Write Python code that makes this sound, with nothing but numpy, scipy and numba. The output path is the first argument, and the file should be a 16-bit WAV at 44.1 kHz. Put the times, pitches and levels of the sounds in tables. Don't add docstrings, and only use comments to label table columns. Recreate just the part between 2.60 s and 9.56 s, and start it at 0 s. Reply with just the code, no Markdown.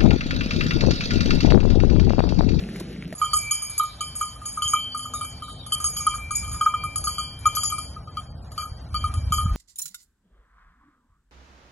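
import sys
import numpy as np
from scipy import signal
from scipy.fft import rfft, irfft
from scipy.io import wavfile
from scipy.ndimage import uniform_filter1d
from numba import njit

SR = 44100
rng = np.random.default_rng(int(sys.argv[2]) if len(sys.argv) > 2 else 0)


def int16_out(signal):
    q = np.round(np.clip(np.atleast_2d(signal).T, -1, 1) * 32767)
    wavfile.write(sys.argv[1], SR, q.astype(np.int16))


def boost(x):
    u = np.asarray(x, float) / 20
    return 10 ** u


N = 306936
TIME = np.arange(N) / SR


def colour(x, table):
    hz, db = np.transpose(table)
    f = np.maximum(np.fft.rfftfreq(x.shape[-1], 1 / SR), 1)
    gain = boost(np.interp(np.log(f), np.log(hz), db))
    return irfft(rfft(x) * gain, x.shape[-1])


def band(x, lo_hz, hi_hz):
    return signal.sosfilt(signal.butter(3, (lo_hz, hi_hz), "band", fs=SR, output="sos"), x)


def wander(rate_hz):
    hold = int(SR / rate_hz)
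    steps = np.repeat(rng.standard_normal(N // hold + 1), hold)
    return 1.322 * uniform_filter1d(uniform_filter1d(steps, hold), hold)[:N]


# (f/Hz, lead/rad)
PORT_LEAD = [(0, 0), (1200, .25), (2400, .4), (3100, .8), (4500, 2.3), (4900, 3.3), (5150, 3.9),
             (5500, 5.9), (6000, 6.3), (6900, 7.3), (7900, 9.0), (9300, 9.5), (10200, 10.6), (11300, 12.0),
             (12500, 12.2)]


def ports(x, floor):
    f, lead = np.transpose(PORT_LEAD)
    half = np.exp(.5j * np.interp(np.fft.rfftfreq(N, 1 / SR), f, lead))
    spectrum = rfft(x) / np.maximum(np.abs(half.real), floor)
    return np.array([irfft(spectrum * turn, N) for turn in (half, half.conj())])


# (t/s, level/dB)
PATH_WIND = [(0, -45), (.3, -45.5), (.541, -48.5)]
FIELD_WIND = [(.54, -57), (.61, -48.5), (1.9, -50.5), (2.05, -46), (2.3, -50), (3.14, -48.5), (3.17, -42),
              (3.6, -43.5), (3.95, -37.5), (4.03, -46), (4.68, -41.5), (4.89, -40.5), (4.96, -43.5),
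              (5.95, -44), (6.3, -41), (6.349, -33.5), (6.75, -30.5), (6.96, -27)]
# (level/dB in a -45 dB wind, slope/dB per dB of wind, drift/dB per s)
PATH_LAYERS = [(-43, -0.5, -6), (-36, 1.8, 5.5), (-43.5, 3, 8), (-58.5, 1.9, -3)]
FIELD_LAYERS = [(-43.5, 1, 0.12), (-48, 0.45, 0.38), (-57, 0.051, 0.73), (-64, 0.49, -0.99)]
# (f/Hz, level/dB per Hz)
PATH_BASS = [(12, -58), (20, -35), (54, 4), (97, -8.5), (130, -0.5), (189, 6), (549, -23.5), (950, -35),
             (1240, -77), (2090, -120)]
PATH_TREBLE = [(600, -37), (900, -8), (1840, 0.5), (4000, -6.5), (5700, -9.5), (8500, -14.5), (11300, -11),
               (12600, -39)]
FIELD_BASS = [(12, -49), (20, -19), (32, -25), (54, -3.5), (75, -4.5), (151, -9.5), (195, -16),
              (249, -18.5), (372, -27.5), (634, -26), (950, -28.5), (1240, -89), (2090, -120)]
FIELD_TREBLE = [(600, -56), (900, -6.5), (1250, -8), (2000, -15), (3500, -18.5), (8500, -22), (11000, -18),
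                (12600, -48)]
# (f/Hz, level/dB)
WIND_WIDTH = [(30, -28.5), (125, -22), (250, -27), (500, -6.5), (1000, -6.5), (2500, -9.5), (12000, -12)]
# (f/Hz, level/dB)
LEFT_LEAN = [(150, -58), (500, -10), (1500, -20)]


def air(wind, layers, bass, treble, flicker_db):
    strength_db = np.interp(TIME, *np.transpose(wind)) + 45
    levels = [db + slope * strength_db + drift * TIME for db, slope, drift in layers]
    mid, side = rng.standard_normal((2, N))
    side = colour(side, WIND_WIDTH) + colour(mid, LEFT_LEAN)
    noise = ports(mid, 0.6) + side * np.array([[1], [-1]])
    low, high = colour(noise, bass), colour(noise, treble)
    out, gust = 0, wander(11)
    bands_hz = (20, 89.7), (110, 388), (350, 946)
    for db, (lo_hz, hi_hz), flicker in zip(levels, bands_hz, flicker_db):
        part = band(low, lo_hz, hi_hz)
        part = part / uniform_filter1d(np.abs(part.mean(0)), size=2500) ** .35
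        out = out + part / part.mean(0).std() * boost(db + flicker * wander(14) + 1.5 * gust)
    hiss = high / band(high, 1780, 2880).mean(0).std()
    out = out + hiss * boost(levels[3] + 5.0 + 1.2 * wander(32))
    return out * ((TIME >= wind[0][0]) & (TIME <= wind[-1][0]))


# (t/s, level/dB, f/Hz, thud level/dB, splinter level/dB)
GRAVEL_CRACKS = [(0.0385, -27.5, 2600, -64, -67.5), (0.0894, -28, 1840, -56, -58),
                 (0.16, -25, 2130, -57, -50), (0.1984, -36, 1800, -42, -41.5), (0.207, -31, 1000, -35, -55),
                 (0.3286, -40, 2290, -52, -66), (0.3626, -31, 2130, -56, -70),
                 (0.4105, -46, 2190, -61, -65), (0.4244, -22.5, 2230, -62, -59),
                 (0.4544, -30, 2850, -53, -62), (0.476, -45, 1500, -44, -57), (0.5053, -37, 2480, -64, -60),
                 (0.5262, -23, 1830, -28.5, -49)]


def gravel():
    out = np.zeros(N)
    t = TIME[:1500]
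    for s, db, hz, thud_db, splinter_db in GRAVEL_CRACKS:
        k = int(s * SR)
        crack = boost(db - 2.5) * np.sin(2 * np.pi * hz * t) * np.exp(-t * hz / 2.6)
        thud = boost(thud_db + 2.5) * np.sin(2 * np.pi * 640 * t) * np.exp(-t / 0.0048)
        splinter = boost(splinter_db + 7.5) * rng.standard_normal(1500) * np.exp(-t / 0.0084)
        out[k:k + 1500] += crack + thud + splinter
    grains = (rng.random(N) < 900 / SR) * rng.standard_normal(N)
    grains = grains * boost(4.5 * wander(45)) * (TIME < PATH_WIND[-1][0])
    return out + boost(-30.5) * band(grains, 1230, 3200)


# (t/s, level/dB, f/Hz, length/cycles)
EDDIES = [(.215, -24.5, 327, 2.8), (.302, -26, 210, 3.1), (.385, -27, 193, 4), (4.869, -25.5, 70.6, 1.8),
          (5.3, -34, 70, 2.5), (6.122, -24, 80.6, 1.2), (6.338, -20.5, 84, 2.5), (6.581, -15, 84, 2.1),
          (6.645, -20, 84, 1.4), (6.679, -16.5, 77, 1.8), (6.711, -20, 128, 1), (6.801, -26, 71.5, 2),
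          (6.859, -12.5, 109, 0.82), (6.921, -12.5, 62.9, 1.7)]


def buffets():
    out = 0
    for s, db, hz, cycles in EDDIES:
        swell = np.exp(-((TIME - s) * hz * 2.4 / cycles) ** 2)
        out = out + boost(db) * swell * np.sin(2 * np.pi * hz * (TIME - s))
    return out


# (t/s, clang level/dB, third mode level/dB, rim level/dB)
HERD_CONTACTS = [(0.553, -46, -64.5, -47), (0.5822, -45, -64, -40.5), (0.618, -11.5, -33.5, -36.5),
                 (0.6437, -18, -31.5, -37.5), (0.7355, -14, -30, -23), (0.7677, -23.5, -39, -24),
                 (0.833, -38.5, -51, -36.5), (0.9116, -26, -33, -23.5), (1.0229, -34.5, -43, -31.5),
                 (1.099, -43.5, -53.5, -35), (1.181, -39.5, -53, -26), (1.1999, -13.5, -37, -40.5),
                 (1.236, -20.5, -42.5, -39), (1.4095, -24, -27.5, -33.5), (1.5553, -42, -48.5, -33),
                 (1.6136, -17, -35.5, -32), (1.7613, -37, -51, -54), (1.8183, -34.5, -54, -50),
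                 (1.8567, -35, -43, -32.5), (1.927, -54, -53, -39.5),
                 (1.9758, -21, -52, -44), (2.0231, -20.5, -21, -30), (2.0803, -32.5, -33.5, -28),
                 (2.137, -11.5, -33, -33), (2.166, -25.5, -25.5, -38.5), (2.3484, -22, -39, -41),
                 (2.3764, -39, -38.5, -35), (2.395, -29, -32.5, -37.5), (2.4565, -27.5, -39, -44.5),
                 (2.5387, -23.5, -51.5, -35), (2.613, -22.5, -36, -35.5), (2.6476, -32, -39, -38),
                 (2.824, -28.5, -40.5, -47.5), (2.884, -32.5, -44.5, -48), (3.066, -37, -47.5, -43.5),
                 (3.1233, -25, -22, -26)]
CALF_CONTACTS = [(3.1539, -30.5, -33.5, -43.5), (3.203, -29.5, -39.5, -36.5), (3.2441, -24.5, -37, -24.5),
                 (3.2871, -37.5, -52, -33.5), (3.335, -44, -48.5, -35.5), (3.368, -33.5, -33, -26.5),
                 (3.405, -28.5, -45, -32), (3.469, -9.5, -29.5, -33), (3.5419, -21, -39, -36),
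                 (3.5635, -40, -45, -38.5), (3.5853, -31, -51, -48.5), (3.71, -23.5, -46, -35),
                 (3.755, -45, -55.5, -28), (3.8288, -38, -47, -39.5), (3.8472, -36, -42, -42.5),
                 (3.88, -33.5, -47, -41), (3.9176, -35.5, -50.5, -38.5), (3.946, -31, -59, -36.5),
                 (4.013, -12, -33, -34), (4.0636, -9, -36, -39.5), (4.1411, -15, -34, -44.5),
                 (4.239, -19.5, -44.5, -41), (4.3602, -29.5, -41.5, -28), (4.3899, -35, -49, -39),
                 (4.442, -32, -61, -30.5), (4.4738, -18, -34, -30), (4.5844, -20.5, -31.5, -34.5),
                 (4.7922, -65, -50.5, -49.5), (4.8579, -7.5, -34, -30.5), (4.8863, -25.5, -35, -40.5),
              (4.953, -39.5, -48, -29.5), (4.9712, -18.5, -31, -30), (5.036, -25.5, -42, -24.5),
              (5.1014, -32.5, -34, -34.5), (5.1245, -21, -42, -35.5), (5.1846, -24.5, -42, -35.5),
              (5.3656, -33.5, -62.5, -64.5), (5.4764, -34.5, -53.5, -74), (5.5727, -22.5, -37.5, -49.5),
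              (5.6073, -39, -55, -56.5), (5.9204, -45.5, -69, -51.5), (5.9811, -21.5, -34, -39),
              (6.0222, -24.5, -44, -45), (6.0548, -30.5, -53.5, -50), (6.346, -18.5, -34.5, -42.5),
              (6.4431, -16.5, -39.5, -43), (6.4938, -27.5, -61, -62.5), (6.5412, -30, -48.5, -41.5),
              (6.724, -14, -29, -27.5), (6.7847, -16.5, -31.5, -36), (6.8103, -22.5, -37.5, -40),
              (6.8611, -27, -44, -50), (6.8953, -29.5, -51.5, -58)]


def contacts():
    return np.transpose(HERD_CONTACTS + CALF_CONTACTS)


# (t/s, f/Hz, left minus right level/dB)
BELL_MOTION = [
    (0.602, 3142, -3),
    (0.79, 3133, -1),
    (3.15, 3127, 1.5),
    (3.157, 3141, -0.5),
    (5.547, 3159, 3),
    (6.95, 3138, 2),
]


def motion():
    s, hz, pan_db = np.transpose(BELL_MOTION)
    rest_hz = 3165
    return np.interp(TIME, s, hz) / rest_hz, np.interp(TIME, s, pan_db)


@njit
def ring(at, size, jump, turn, fade, rise, choke):
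    out, old, new, push, k = np.zeros(len(turn)), 0j, 1e-9 + 0j, 0j, 0
    for i in range(len(turn)):
        if k < len(at) and i >= at[k]:
            fresh = 1 - min(abs(new) / size[k], 1.)
            push = size[k] * np.exp(1j * (np.angle(new) * (1 - fresh) + jump[k] * fresh))
            old, new, k = old + new, 1e-9 * push, k + 1
        push *= turn[i] * rise
        new = new * turn[i] * fade + push * (1 - rise)
        old *= turn[i] * choke
        out[i] = (new + old).imag
    return out


def modes(s, db, table, shift, rise_ms, scatter_db, wobble, flutter_db, swing_hz):
    table = np.array(table)
    chance = rng.standard_normal((len(s), len(table), 2))
    share = boost(table[:, 1] + scatter_db * chance[..., 0])
    size = boost(db)[:, None] * share / np.sqrt(np.sum(share ** 2, axis=1, keepdims=True))
    jump = scatter_db / 3 * chance[..., 1]
    at = (s * SR).astype(np.int64)
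    edge = np.exp(-1000 / (rise_ms * SR))
    out = 0
    for k, (hz, _, t60) in enumerate(table):
        shiver = 0.85 * wander(swing_hz) + .6 * wander(18)
        turn = np.exp(2j * np.pi * hz * shift * (1 + wobble * shiver) / SR)
        fade = 1000 ** (-1 / (t60 * SR))
        tone = ring(at, size[:, k].copy(), jump[:, k], turn, fade, edge, edge ** 2)
        out = out + tone * boost(flutter_db * np.roll(shiver, N // 3))
    return out


# (f/Hz, level/dB, t60/s)
WALL_MODES = [
    [(1242.6, 3.5, 0.09), (1277.2, -7, 0.098), (1240.5, -17, 0.35), (1016, -35.5, 0.68), (1375, -14, 0.052),
     (1580, -19.5, 0.036)],
    [(2348, 0.1, 0.54)],
    [(3162.4, -9, 0.9), (3070, -9.5, 0.064), (3180, -12.5, 0.18)],
    [(4592, -0.5, 0.85), (4500, -6.5, 0.087)],
]
# (t/s, level/dB)
FOURTH_FACING = [(.7, 1), (.83, 4), (1.3, -8), (1.75, -3.5), (2.15, -10.5), (2.32, -1.5), (2.95, -1),
                 (3.458, -2), (3.8, 3.5), (3.97, -7), (4.27, -2), (4.45, 10.5), (5.19, 3.5), (5.449, 7),
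                 (6.3, 10), (6.55, -0.5)]


def wall_clang(s, clang_db, third_db, rim_db, shift):
    second_db = clang_db - 31.5
    fourth_db = third_db + 0.4 * (rim_db - third_db) - 16.5
    facing = boost(np.interp(TIME, *np.transpose(FOURTH_FACING)))
    levels, gains = (clang_db, second_db, third_db, fourth_db), (1, 1, 1, facing)
    rises_ms, lifts_db = (4.17, 1.1, 2.3, 0.17), (3.94, 1.6, 1.7, 4.15)
    flutters_db = 0.22, 1.5, 1.8, 5.2
    out = 0
    for db, gain, table, rise_ms, lift_db, flutter_db in zip(
            levels, gains, WALL_MODES, rises_ms, lifts_db, flutters_db):
        out = out + gain * modes(s - .003, db + lift_db, table, shift, rise_ms, 1.95, .0012, flutter_db, 70)
    return out


# (t/s, level/dB)
HERD_HUM = [(.6, -69), (.64, -59), (.82, -41), (.94, -42.5), (1.2, -50), (1.38, -65.5), (1.43, -45.5),
            (1.59, -65), (1.62, -54), (1.71, -78), (1.89, -54), (2.07, -68), (2.15, -38.5), (2.33, -73),
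            (2.65, -51), (2.86, -63), (2.95, -83), (3.15, -62)]
CALF_HUM = [(3.16, -59), (3.76, -40.5), (3.97, -51.5), (4.28, -38.5), (4.43, -59), (4.64, -52), (4.83, -60),
            (4.86, -38), (5.04, -60), (5.19, -45), (5.52, -103), (5.62, -71), (5.88, -103), (5.99, -52.5),
            (6.29, -95), (6.35, -54), (6.92, -66.5), (6.95, -80)]


def bell_hum(start_s, shift):
    gain = boost(np.interp(TIME, *np.transpose(HERD_HUM + CALF_HUM)))
    sway = 1 + 0.001455 * wander(15)
    tone = np.sin(2 * np.pi * 2362.4 * np.cumsum(shift * sway) / SR)
    return gain * boost(3.0 + 3.15 * wander(22)) * (TIME > start_s) * tone


# (f/Hz, ..)
RIM_MODES = [
    (4967, 5096, 5680),
    (6263, 6652, 6846, 6933, 7429, 8163, 8422, 8703),
    (8898, 9265, 9546, 9830, 9956, 10172, 10496, 10841, 11381, 11619, 12245),
]
# (level/dB, ..)
RIM_LEVELS = [
    (0, -8.5, -14.5),
    (-15, -4, 0.5, -1, -22.5, -8, -5.5, -13),
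    (-7.5, -7, -5, -10, -5, -0.5, 0.5, 4.5, 1, -6, -29),
]
# (t60/s, ..)
RIM_T60 = (0.79, 0.34, 0.26)


def rim_shimmer(s, levels, shift):
    lifts_db, roughness = (0, -1.5, 0), (.45, .9, 1.05)
    out = 0
    for db, hz, share_db, t60, lift_db, rough in zip(
            levels, RIM_MODES, RIM_LEVELS, RIM_T60, lifts_db, roughness):
        table = [(f, d, t60) for f, d in zip(hz, share_db)]
        scatter_db, wobble, flutter_db = 5.65 * rough, .0028 * rough, 5.94 * rough
        out = out + modes(s - .002, db + lift_db, table, shift, 0.25, scatter_db, wobble, flutter_db, 150)
    return out


def rim_haze(s, top_db):
    last = np.maximum(np.searchsorted(s, TIME) - 1, 0)
    fading = boost(top_db[last] - 4.0 - 60 * (TIME - s[last]) / 0.56) * (TIME > s[0])
    noise = band(band(rng.standard_normal(N), 7700, 11300), 8000, 11500)
    return noise * boost(3.2 * wander(60)) * uniform_filter1d(fading, size=40)


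def clapper_ticks(s, rim_db):
    fall_db_s = 152
    lift = np.diff(rim_db, prepend=-99) + fall_db_s * np.diff(s, prepend=0)
    ticks = np.zeros(N)
    tick_gain = boost(0.45 * rim_db - 35 + 1.8 * s)
    ticks[((s - .0015) * SR).astype(int)] = tick_gain * np.clip(lift / 15.5, .08, 1)
    t = TIME[:2500]
    burst = rng.standard_normal(2500) * (np.exp(-t / 0.005) + 4.0 * np.exp(-t / 0.00051))
    return band(signal.fftconvolve(ticks, burst)[:N], 1000, 22000)


# (t/s, level/dB)
GLANCING_BLOWS = [
    (.912, -43),
    (3.246, -44),
    (3.757, -46.5),
    (4.954, -50),
    (5.037, -38),
]


def glancing_buzz():
    buzz = sum(boost(db) * np.exp(-np.abs(TIME - at) / 0.042) * (TIME > at) for at, db in GLANCING_BLOWS)
    return buzz * band(rng.standard_normal(N), 4900, 7400) * boost(9.5 + 3.3 * wander(120))


def bell():
    s, clang_db, third_db, rim_db = contacts()
    shift, pan = motion()
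    top_db = rim_db - 4 - 0.12 * (rim_db + 31.0)
    out = wall_clang(s, clang_db, third_db, rim_db, shift) + bell_hum(s[0], shift)
    out = out + rim_shimmer(s, (rim_db - 13, rim_db, top_db), shift)
    out = out + clapper_ticks(s, rim_db) + glancing_buzz()
    return (ports(out, 0.43) + ports(rim_haze(s, top_db), 0.31)) * boost(np.array([pan, -pan]) / 2)


def ground_echoes(near):
    tails = rng.standard_normal((2, 12000)) * np.exp(-TIME[:12000] / 0.049) * boost(-45.0)
    return signal.fftconvolve(near.mean(0)[None], tails)[:, :N]


# (t/s, f/Hz, level/dB)
ENGINE_LINE = [
    (0.599, 264.8, -85),
    (2.46, 250.6, -52),
    (3.16, 260, -58),
]


def engine():
    s, hz, db = np.transpose(ENGINE_LINE)
    gain = boost(np.interp(TIME, s, db) + 2.5) * ((TIME > s[0]) & (TIME < s[-1]))
    return gain * np.sin(2 * np.pi * np.cumsum(np.interp(TIME, s, hz)) / SR)


# (t/s, length/s, start f/Hz, end f/Hz, level/dB)
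BIRD_GLIDES = [(1.139, 0.0068, 3830, 4300, -65), (1.164, 0.013, 4500, 4020, -52),
               (1.173, 0.016, 4120, 4500, -61), (1.19, 0.023, 3270, 4330, -49),
               (1.21, 0.018, 4300, 3500, -63), (1.377, 0.03, 3200, 4180, -53),
               (1.287, 0.037, 3600, 4250, -54), (2.535, 0.028, 3450, 3900, -52),
               (2.557, 0.045, 3900, 3470, -52), (2.828, 0.042, 4000, 3540, -54),
               (2.881, 0.038, 4000, 3480, -52), (2.98, 0.042, 3800, 3716, -49),
               (3.02, 0.028, 3550, 3450, -50.5), (3.054, 0.013, 3370, 3180, -64)]


def birds():
    out = np.zeros(N)
    for s, length, from_hz, to_hz, db in BIRD_GLIDES:
        k, n = int(s * SR), int(length * SR)
        phase = 2 * np.pi * np.cumsum(np.linspace(from_hz, to_hz, n)) / SR
        out[k:k + n] += boost(db) * np.hanning(n) * np.sin(phase)
    out = out * (1 + 0.5 * wander(490))
    tails = rng.standard_normal((2, 9000)) * np.exp(-TIME[:9000] / 0.026) * boost(-17.5)
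    flock = band(rng.standard_normal((2, N)), 3250, 4600) * boost(2.5 * wander(40))
    bouts = (1.28, 0.188, -40.5), (2.58, 0.06, -48), (2.93, 0.13, -43)
    busy = sum(boost(db) * np.exp(-((TIME - s) / span) ** 4) for s, span, db in bouts)
    return out + signal.fftconvolve(out[None], tails)[:, :N] + flock * busy


def scene():
    path = air(PATH_WIND, PATH_LAYERS, PATH_BASS, PATH_TREBLE, (1.5, 1.5, 1.5))
    field = air(FIELD_WIND, FIELD_LAYERS, FIELD_BASS, FIELD_TREBLE, (1.5, 1.2, .8))
    near = bell()
    return path + field + ports(gravel(), 0.54) + buffets() + near + ground_echoes(near) + engine() + birds()


# (f/Hz, level/dB)
FAINT_LIMIT = [(1300, -130), (1450, -80.5), (3000, -83.5), (6000, -88.5), (7300, -86.5), (7700, -81),
               (9300, -80), (9700, -85.5), (12000, -87)]


def thin(x, mask_db, scatter_db, busy_gain):
    f, t, z = signal.stft(x, SR, nperseg=2048)
    patch = (22 * np.log(np.maximum(f, 100) / 100)).astype(int)
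    starts = np.flatnonzero(np.diff(patch, prepend=-1))
    width = np.diff(starts, append=len(f))
    power = np.add.reduceat(np.abs(z) ** 2, starts) / width[:, None]
    treble = f[starts, None] > FAINT_LIMIT[1][0]
    hidden = uniform_filter1d(power, size=13, axis=0) * boost(mask_db) ** 2 * treble
    faint = boost(np.interp(f[starts], *np.transpose(FAINT_LIMIT)))[:, None] ** 2 * boost(1.3 * (t - t.mean()))
    faint = faint * (1 + busy_gain * power[f[starts] < 250].sum(0))
    limit = (faint + hidden) * boost(scatter_db * rng.standard_normal(power.shape)) ** 2
    kept = np.repeat(power > limit, width, axis=0)
    return signal.istft(z * kept, SR, nperseg=2048)[1][:N]


def top_cut(x):
    return signal.sosfilt(signal.butter(12, 12520, fs=SR, output="sos"), x)


def record(dry):
    mid = thin(dry.mean(0), -19, 2.5, boost(68.0))
    side = thin((dry[0] - dry[1]) / 2, -32.0, 3.3, boost(102.0))
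    low_pass = signal.ellip(8, .2, 70, 12400, fs=SR, output="sos")
    mix = signal.sosfilt(low_pass, [mid + side, mid - side])
    return top_cut(mix)


dry = scene()
out = record(dry)
int16_out(out)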